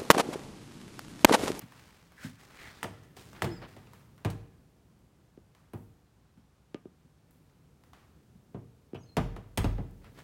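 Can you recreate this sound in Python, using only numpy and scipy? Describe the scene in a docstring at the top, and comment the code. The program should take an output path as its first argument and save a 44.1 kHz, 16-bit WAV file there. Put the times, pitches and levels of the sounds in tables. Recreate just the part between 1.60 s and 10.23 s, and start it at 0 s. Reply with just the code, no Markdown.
"""A tiled room in an empty building, beside wooden shutters. The door of an old refrigerator is
unlatched, pulled open, bumped and pushed shut again. Blows make the door ring and thud, the steel
latch clacks and dry pivots squeak. Feet shift, things scuff, and the bare walls echo these sounds.
A sleeve rustles and fingers bump the microphone over a faint, low rumble."""
import sys
import numpy as np
from scipy import signal
from scipy.fft import rfft, irfft, next_fast_len
from scipy.io import wavfile

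SR = 44100
rng = np.random.default_rng(int(sys.argv[2]) if len(sys.argv) > 2 else 0)


def generate_wav(sig):
    """Save sig (samples, or channels by samples) to the path in sys.argv[1] as 16-bit PCM at SR."""
    pcm = np.round(np.clip(np.atleast_2d(sig).T, -1, 1) * 32767).astype(np.int16)
    wavfile.write(sys.argv[1], SR, pcm)


N = 380711
SIZE = 2 ** 15   # samples in one short sound
AGE = np.arange(SIZE) / SR   # seconds since a short sound began
TIME = np.arange(N) / SR   # seconds since the scene began

# Blows on the door. Each row: start in seconds, strength in dB, extra bass in dB,
# hardness (extra treble) in dB per octave.
DOOR_KNOCKS = [(1.23, -38.5, -1.5, 2.5), (1.241, -34.5, -8, 0.36), (1.289, -43.5, 4, -6.5),
               (1.567, -46.5, -12, 1.3), (1.821, -27.5, 3, 1.02), (1.843, -32, 7.5, 0.9),
               (2.018, -39, -7, -3), (2.165, -46.5, -2, -0.5), (2.6482, -26, 7.5, -0.74),
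               (2.702, -49.5, 9, 3.5), (4.134, -35, 4, -3.5), (6.945, -34.5, 3, -5.5),
               (7.346, -38, 1.5, -2.5), (7.568, -19.5, -0.5, -0.9), (7.763, -39.5, 5, -1.1),
               (7.975, -30.5, 11, 2.8), (8.043, -25.5, 8, -1.25), (8.182, -31, 2.5, -5)]
# The door meets its seal and the air inside booms. Each row: start in seconds, strength in dB.
DOOR_SLAMS = [(7.566, -28), (7.977, -25), (8.046, -31)]
# The force of an average knock, and of a slam. Each row: frequency in Hz, level in dB.
KNOCK_SPECTRUM = [(18, -26), (46, -3), (118, 18), (374, 15.5), (1180, 1), (3160, -1), (8900, -15.5),
                  (16000, -26.5)]
SLAM_SPECTRUM = [(18, 24), (46, 23), (72, 22.5), (120, 9.5), (400, -16), (4000, -55)]
# The tones that door and cabinet ring with. Each row: pitch in Hz, level in dB, fade time in seconds.
# A fade time, or t60, is how long a sound takes to fall by 60 dB.
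DOOR_TONES = [(44.7, -20.5, 0.56), (67, -18.5, 0.36), (100.14, -15, 0.33), (124.4, -27, 0.32),
              (148.7, -26.5, 0.35), (182.8, -20, 0.2), (284, -33, 0.79), (382.7, -25, 0.24),
              (460.2, -28.5, 0.59), (588.5, -29, 0.35), (623, -38, 0.48), (781, -32.5, 0.84),
              (964, -13.5, 0.11), (1061, -13.5, 0.11), (1210, -17, 0.29), (1414, -18, 0.11),
              (1590, -25, 0.32), (2130, -32, 0.28), (2620, -30, 0.17), (3414, -23, 0.24)]
# The panel's many weaker tones blur into noise. Each row: frequency in Hz, fade time in seconds.
PANEL_FADES = [(50, 0.31), (150, 0.36), (500, 0.13), (1500, 0.3), (4000, 0.096), (14000, 0.055)]
# Those weaker tones thin out towards the bass. Each row: frequency in Hz, level in dB.
PANEL_SPECTRUM = [(40, -11.5), (110, -2), (250, -2), (700, 5), (2000, -2.5), (6000, 0), (15000, 11)]
# The latch snapping. Each row: start in seconds, strength in dB, hardness in dB per octave.
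LATCH_SNAPS = [(1.2295, -26, 3), (1.2445, -33, -6.5), (1.8205, -22, 0.5), (1.8442, -55, 7),
               (7.765, -44.5, -7), (7.9741, -29, 4.5), (7.9785, -27, 4), (8.0445, -35.5, -7.5)]
# The latch's brief tones. Each row: pitch in Hz, level in dB, fade time in seconds.
LATCH_TONES = [(856, 1, 0.016), (1330, -2, 0.019), (1730, -4, 0.015), (2028, -1.5, 0.015),
               (2870, -4.5, 0.0063), (3430, -9, 0.013), (6520, -24, 0.025), (8470, -17, .018),
               (9730, -19.5, 0.015)]
# Dry pivots. Each row: start and length in seconds, first and last pitch in Hz, level in dB.
PIVOT_SQUEAKS = [(1.858, 0.089, 368, 320, -35.5), (1.91, 0.042, 5060, 5140, -54),
                 (1.954, 0.043, 5200, 4660, -56.5), (1.913, 0.078, 7660, 7400, -67),
                 (7.374, 0.048, 5840, 5720, -73), (7.401, 0.075, 6570, 6280, -66.5),
                 (7.43, 0.019, 4870, 5200, -67), (7.46, 0.034, 4300, 4300, -69),
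                 (7.487, 0.024, 4200, 4200, -60.5), (7.513, 0.035, 4130, 4200, -66)]
# Clicks of handle and grit. Each row: start in seconds, strength in dB, relative treble in dB.
SMALL_CLICKS = [(0.0192, -37, -20), (0.1217, -37, -24), (0.52, -40.5, -22), (1.7313, -36.5, -21),
                (2.2712, -41.5, -33), (2.3342, -37, -18.5), (2.579, -41.5, -24), (3.9497, -42.5, -23),
                (4.135, -47.5, -5.5), (5.709, -54, -5.5), (5.897, -53.5, -35), (6.237, -46, -18),
                (6.333, -35.5, -27), (8.444, -41, -23)]
# Soft footfalls. Each row: start in seconds, strength in dB.
FOOTFALLS = [(0.025, -35), (0.646, -26.5), (4.774, -43.5), (5.446, -49.5), (5.748, -50), (6.748, -47.5)]
# The dull sound of a sole landing. Each row: frequency in Hz, level in dB.
SOLE_SPECTRUM = [(30, -48), (70, -8), (150, 0.5), (260, -3), (450, -34), (1500, -30), (8000, -48)]
# Short scuffs and rubs, and one woody scrape as the door is knocked.
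# Each row: start and length in seconds, band centre and width in Hz, level in dB.
SCUFF_STROKES = [(0.558, 0.15, 1640, 700, -52.5), (0.918, 0.24, 1990, 690, -54.5),
                 (0.945, 0.31, 3870, 1600, -64.5), (1.723, 0.048, 2100, 700, -68),
                 (7.339, 0.042, 2750, 890, -55.5)]
# Sleeve movements. Each row: fastest moment, rise time and fall time in seconds, strength in dB,
# extra hiss in dB.
SLEEVE_STROKES = [(0.02, 0.075, 0.075, -52.5, -6), (0.22, 1, 0.99, -60, -1.5),
                  (0.644, 0.14, 0.19, -56, 6.5), (0.81, 0.1, 0.59, -58.5, -1),
                  (1.05, 0.55, 0.65, -51.5, -4), (1.43, 0.013, 0.15, -77.5, 14),
                  (1.569, 0.018, 0.57, -60.5, 6), (1.748, 0.02, 0.6, -52.5, -12),
                  (2.027, 0.027, 0.1, -44, -24), (2.08, .03, 0.73, -59, -4.5), (2.34, 0.1, 0.13, -72, 4),
                  (8.459, 0.098, 0.12, -57, -20), (8.591, 0.071, 0.12, -51.5, -7)]
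# The cloth's lower swish and higher hiss. Each row: frequency in Hz, level in dB.
SWISH_SPECTRUM = [(200, 7.5), (400, 2), (650, 0), (900, 1.5), (1200, 2), (1900, 0.5), (3200, -7),
                  (5000, -13), (9000, -47)]
HISS_SPECTRUM = [(2500, 5.5), (5500, 2.5), (8500, -1), (12000, -7), (15000, -6)]
# Fingers on the microphone. Each row: start in seconds, strength in dB, hardness in dB per octave.
FINGER_BUMPS = [(3.775, -44, -2.5), (5.1448, -29, 0.5), (5.255, -34, -6), (7.333, -29, -5.5)]
# The force of a finger. Each row: frequency in Hz, level in dB.
FINGER_SPECTRUM = [(18, -37), (46, -20), (118, 8.5), (374, 21), (1180, -3), (3160, -6), (8900, -26),
                   (16000, -63)]
# The tones of the microphone's housing. Each row: pitch in Hz, level in dB, fade time in seconds.
HOUSING_TONES = [(317, -11, 0.0052), (1212, -27.5, 0.17)]
# How long the room echoes. Each row: frequency in Hz, fade time in seconds.
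ROOM_FADES = [(50, 0.79), (200, 0.58), (700, 0.74), (2500, 0.8), (7000, 0.25), (15000, 0.47)]
# The tone of that echo. Each row: frequency in Hz, level in dB.
ROOM_SPECTRUM = [(50, -0.5), (200, -9), (700, -13.5), (2500, -12.5), (7000, -2), (15000, -8.5)]
# Still air and microphone hiss. Each row: frequency in Hz, level in dB.
AIR_SPECTRUM = [(15, -66), (25, -18), (64, 0.5), (102, -8.5), (170, -3), (200, -11.5), (394, -20.5),
                (624, -22.5), (734, -19.5), (1520, -25.5), (1890, -28.5), (8360, -36.5), (16000, -47.5)]
# A low rumble that swells while the person moves and handles the door.
# Each row: time in seconds, level in dB.
RUMBLE_LEVELS = [(0, -63), (1.0, -67.5), (1.7, -55.5), (2.4, -58.5), (3.1, -64), (5.0, -69.5), (6.5, -62),
                 (7.3, -64), (8.6, -56)]
# The tone of that rumble. Each row: frequency in Hz, level in dB.
RUMBLE_SPECTRUM = [(25, -44), (70, 2.5), (130, 6.5), (280, -3.5), (500, -8.5), (1200, -33)]


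def door(contact_db=16, chatter_db=-3, chatter_t60=0.015, tones_db=-7.5, blur_db=-3):
    """Each blow is a sharp contact that chatters briefly and sets the panel ringing."""
    blows = [(start, force(KNOCK_SPECTRUM, db, hardness, bass_db))
             for start, db, bass_db, hardness in DOOR_KNOCKS]
    blows += [(start, force(SLAM_SPECTRUM, db, hardness=0)) for start, db in DOOR_SLAMS]
    out = np.zeros(N)
    for start, spectrum in blows:
        tones = from_db(tones_db) * struck(DOOR_TONES, scatter_db=1.5)
        blur = from_db(blur_db) * coloured(dying_noise(PANEL_FADES), PANEL_SPECTRUM)
        chatter = from_db(chatter_db) * fading(chatter_t60) * rng.standard_normal(SIZE)
        blow = tones + blur + chatter
        blow[0] += from_db(contact_db)   # the contact is a single spike
        add(out, start, delay_bass(coloured(blow, spectrum), lag_s=0.0045))
    return out


def latch(middle_hz=2000):
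    """The sprung steel bolt gives a short clack; a harder snap sounds brighter."""
    out = np.zeros(N)
    for start, db, hardness in LATCH_SNAPS:
        tones = [(hz, level_db + hardness * np.log2(hz / middle_hz), t60)
                 for hz, level_db, t60 in LATCH_TONES]
        add(out, start, from_db(db) * struck(tones, scatter_db=2.0))
    return out


def squeaks(waver=0.0087, rough_db=1.5):
    """Sticking metal sings a thin, unsteady tone that swells fast and fades."""
    out = np.zeros(N)
    for start, length, first_hz, last_hz, db in PIVOT_SQUEAKS:
        count = round(length * SR)
        progress = np.linspace(0, 1, count)
        glide_hz = first_hz + (last_hz - first_hz) * progress
        hz = glide_hz * (1 + waver * drift(470, count))
        swell = np.interp(progress, [0, .25, 1], [0, 1, 0]) ** .5
        level = from_db(db + rough_db * drift(210, count))
        add(out, start, swell * level * np.sin(2 * np.pi * np.cumsum(hz) / SR))
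    return out


def clicks(snap_t60=0.0088, rattle_db=-15, rattle_t60=0.78):
    """The handle or a bit of grit gives a snap with a faint rattle after it."""
    out = np.zeros(N)
    fade = fading(snap_t60) + from_db(rattle_db) * fading(rattle_t60)
    for start, db, treble_db in SMALL_CLICKS:
        spectrum = [(200, -10), (1000, 3), (2200, -4.5), (5000, -14.5), (11000, treble_db + 2.5)]
        add(out, start, from_db(db) * coloured(fade * rng.standard_normal(SIZE), spectrum))
    return out


def footsteps(gain_db=13, sole_t60=0.17):
    """A soft sole lands with a short, dull thud."""
    out = np.zeros(N)
    for start, db in FOOTFALLS:
        burst = fading(sole_t60) * rng.standard_normal(SIZE)
        add(out, start, from_db(db + gain_db) * coloured(burst, SOLE_SPECTRUM))
    return out


def scuffs(grain_db=3):
    """Uneven rubbing makes one broad band of noise that swells and fades with the stroke."""
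    out = np.zeros(N)
    for start, length, hz, width_hz, db in SCUFF_STROKES:
        count = round(length * SR)
        friction = rng.standard_normal(count) * from_db(grain_db * drift(301, count))
        band = signal.iirpeak(hz, hz / width_hz, fs=SR)
        rasp = rms_one(signal.lfilter(*band, signal.lfilter(*band, friction)))
        swell = np.sin(np.linspace(0, np.pi, count))
        add(out, start, from_db(db) * rasp * swell)
    return out


def sleeve(grain_db=2.5, swish_db=-1, hiss_db=-1, swell_db=30):
    """Cloth slides in tiny catches, so its swish and hiss flicker together."""
    swish, hiss = np.zeros(N), np.zeros(N)
    for peak_s, rise_s, fall_s, db, extra_hiss_db in SLEEVE_STROKES:
        # A stroke gains swell_db over its rise time and loses as much over its fall time.
        from_peak = np.maximum((peak_s - TIME) / rise_s, (TIME - peak_s) / fall_s)
        stroke = from_db(db - swell_db * np.minimum(from_peak, 10))
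        swish = np.maximum(swish, stroke * from_db(swish_db))
        hiss = np.maximum(hiss, stroke * from_db(hiss_db + extra_hiss_db))
    rustle = swish * noise(SWISH_SPECTRUM) + hiss * noise(HISS_SPECTRUM)
    return rustle * from_db(grain_db * drift(400, N))


def finger_bumps(contact_db=17, tones_db=3, blur_db=-19):
    """A finger makes the microphone's housing give one short, dry bop."""
    out = np.zeros(N)
    for start, db, hardness in FINGER_BUMPS:
        tones = from_db(tones_db) * struck(HOUSING_TONES, scatter_db=1.0)
        blow = tones + from_db(blur_db) * dying_noise(PANEL_FADES)
        blow[0] += from_db(contact_db)
        bop = coloured(blow, force(FINGER_SPECTRUM, db, hardness))
        add(out, start, delay_bass(bop, lag_s=0.00335))
    return out


def room_echo(sound, build_s=0.012, echo_db=-34):
    """Bare tiled walls return a dense echo that builds up quickly and dies away."""
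    build_up = 1 - np.exp(-AGE / build_s)
    tail = coloured(dying_noise(ROOM_FADES) * build_up, ROOM_SPECTRUM)
    return from_db(echo_db) * signal.fftconvolve(sound, tail)[:N]


def background(air_db=-66):
    """Still air and microphone hiss stay steady while a low rumble swells and sinks."""
    rumble_db = np.interp(TIME, *np.transpose(RUMBLE_LEVELS))
    return from_db(air_db) * noise(AIR_SPECTRUM) + from_db(rumble_db) * noise(RUMBLE_SPECTRUM)


def force(spectrum, db, hardness, bass_db=0, thud_hz=109, body_hz=347):
    """The spectrum of one blow: a heavy one has more bass, a hard one more treble."""
    hz, level_db = np.transpose(spectrum)
    bass_share = np.clip(np.log(body_hz / hz) / np.log(body_hz / thud_hz), 0, 1)
    octaves_up = np.maximum(np.log2(hz / body_hz), 0)
    return np.column_stack([hz, db + level_db + bass_db * bass_share + hardness * octaves_up])


def struck(tones, scatter_db):
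    """A struck object rings with fading tones, each a little louder or softer by chance."""
    hz, level_db, t60 = np.transpose(tones)
    strengths = from_db(level_db + scatter_db * rng.standard_normal(len(hz)))
    signs = (-1) ** np.arange(len(hz))
    waves = np.sin(2 * np.pi * hz[:, None] * AGE) * fading(t60[:, None])
    return (strengths * signs) @ waves


def delay_bass(sound, lag_s):
    """In a bending panel the treble arrives first; 100 Hz comes about lag_s later."""
    hz = np.fft.rfftfreq(SIZE, 1 / SR)
    phase = 40 * np.pi * lag_s * (np.sqrt(hz) - hz / np.sqrt(2 * SR))
    return irfft(rfft(sound) * np.exp(-1j * phase))


def dying_noise(fades):
    """Countless tones at once: noise whose octaves each fade at their own rate."""
    white = rfft(rng.standard_normal(SIZE))
    hz = np.fft.rfftfreq(SIZE, 1 / SR)
    octave = np.log2(np.clip(hz, 32, 2 ** 14))
    out = np.zeros(SIZE)
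    for centre in range(5, 15):
        band = irfft(white * np.maximum(1 - abs(octave - centre), 0))
        out += band * fading(at_hz(fades, 2. ** centre))
    return out


def coloured(sound, spectrum):
    """Filter a short sound so that its bass and treble follow the given spectrum."""
    gain = from_db(at_hz(spectrum, np.fft.rfftfreq(SIZE, 1 / SR)))
    cepstrum = irfft(np.log(gain))
    # Folding the second half onto the first keeps the filter from ringing before the sound starts.
    cepstrum[1:SIZE // 2] *= 2
    cepstrum[SIZE // 2 + 1:] = 0
    return irfft(rfft(sound) * np.exp(rfft(cepstrum)))


def noise(spectrum):
    """Steady noise with the given spectrum, as long as the scene."""
    size = next_fast_len(N)
    gain = from_db(at_hz(spectrum, np.fft.rfftfreq(size, 1 / SR)))
    white = rfft(rng.standard_normal(size))
    return rms_one(irfft(white * gain, size)[:N])


def drift(rate_hz, count):
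    """A wandering line that reaches a new random value rate_hz times a second."""
    position = np.arange(count) * rate_hz / SR
    return np.interp(position, np.arange(2 ** 13), rng.standard_normal(2 ** 13))


def fading(t60):
    """A curve that falls by 60 dB in t60 seconds."""
    return np.exp(-np.log(1000) * AGE / t60)


def from_db(db):
    """Turn decibels into a number to multiply by."""
    return 10 ** (np.asarray(db) / 20)


def rms_one(sound):
    """Scale a sound to an average power of 1."""
    return sound / np.sqrt(np.mean(sound ** 2) + 1e-20)


def at_hz(table, hz):
    """Read between a table's rows, with octaves evenly spaced."""
    freqs, values = np.transpose(table)
    return np.interp(np.log(np.maximum(hz, 1)), np.log(freqs), values)


def add(track, start_s, sound):
    """Mix a sound into the track at its start time."""
    start = max(round(start_s * SR), 0)
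    track[start:start + len(sound)] += sound[:N - start]


def scene():
    """Mix one channel; the sleeve, finger bumps and background get no echo."""
    handling = door() + latch() + footsteps() + clicks() + squeaks() + scuffs()
    return (handling + room_echo(handling) + sleeve() + finger_bumps() + background())[None]


def record(dry, low_hz=30, high_hz=16100):
    """The microphone drops the deepest bass, and the highest treble is cut steeply."""
    bass_cut = signal.butter(2, low_hz, "high", fs=SR, output="sos")
    treble_cut = signal.ellip(10, .1, 70, high_hz, fs=SR, output="sos")
    return signal.sosfilt(treble_cut, signal.sosfilt(bass_cut, dry))


dry = scene()
out = record(dry)
generate_wav(out)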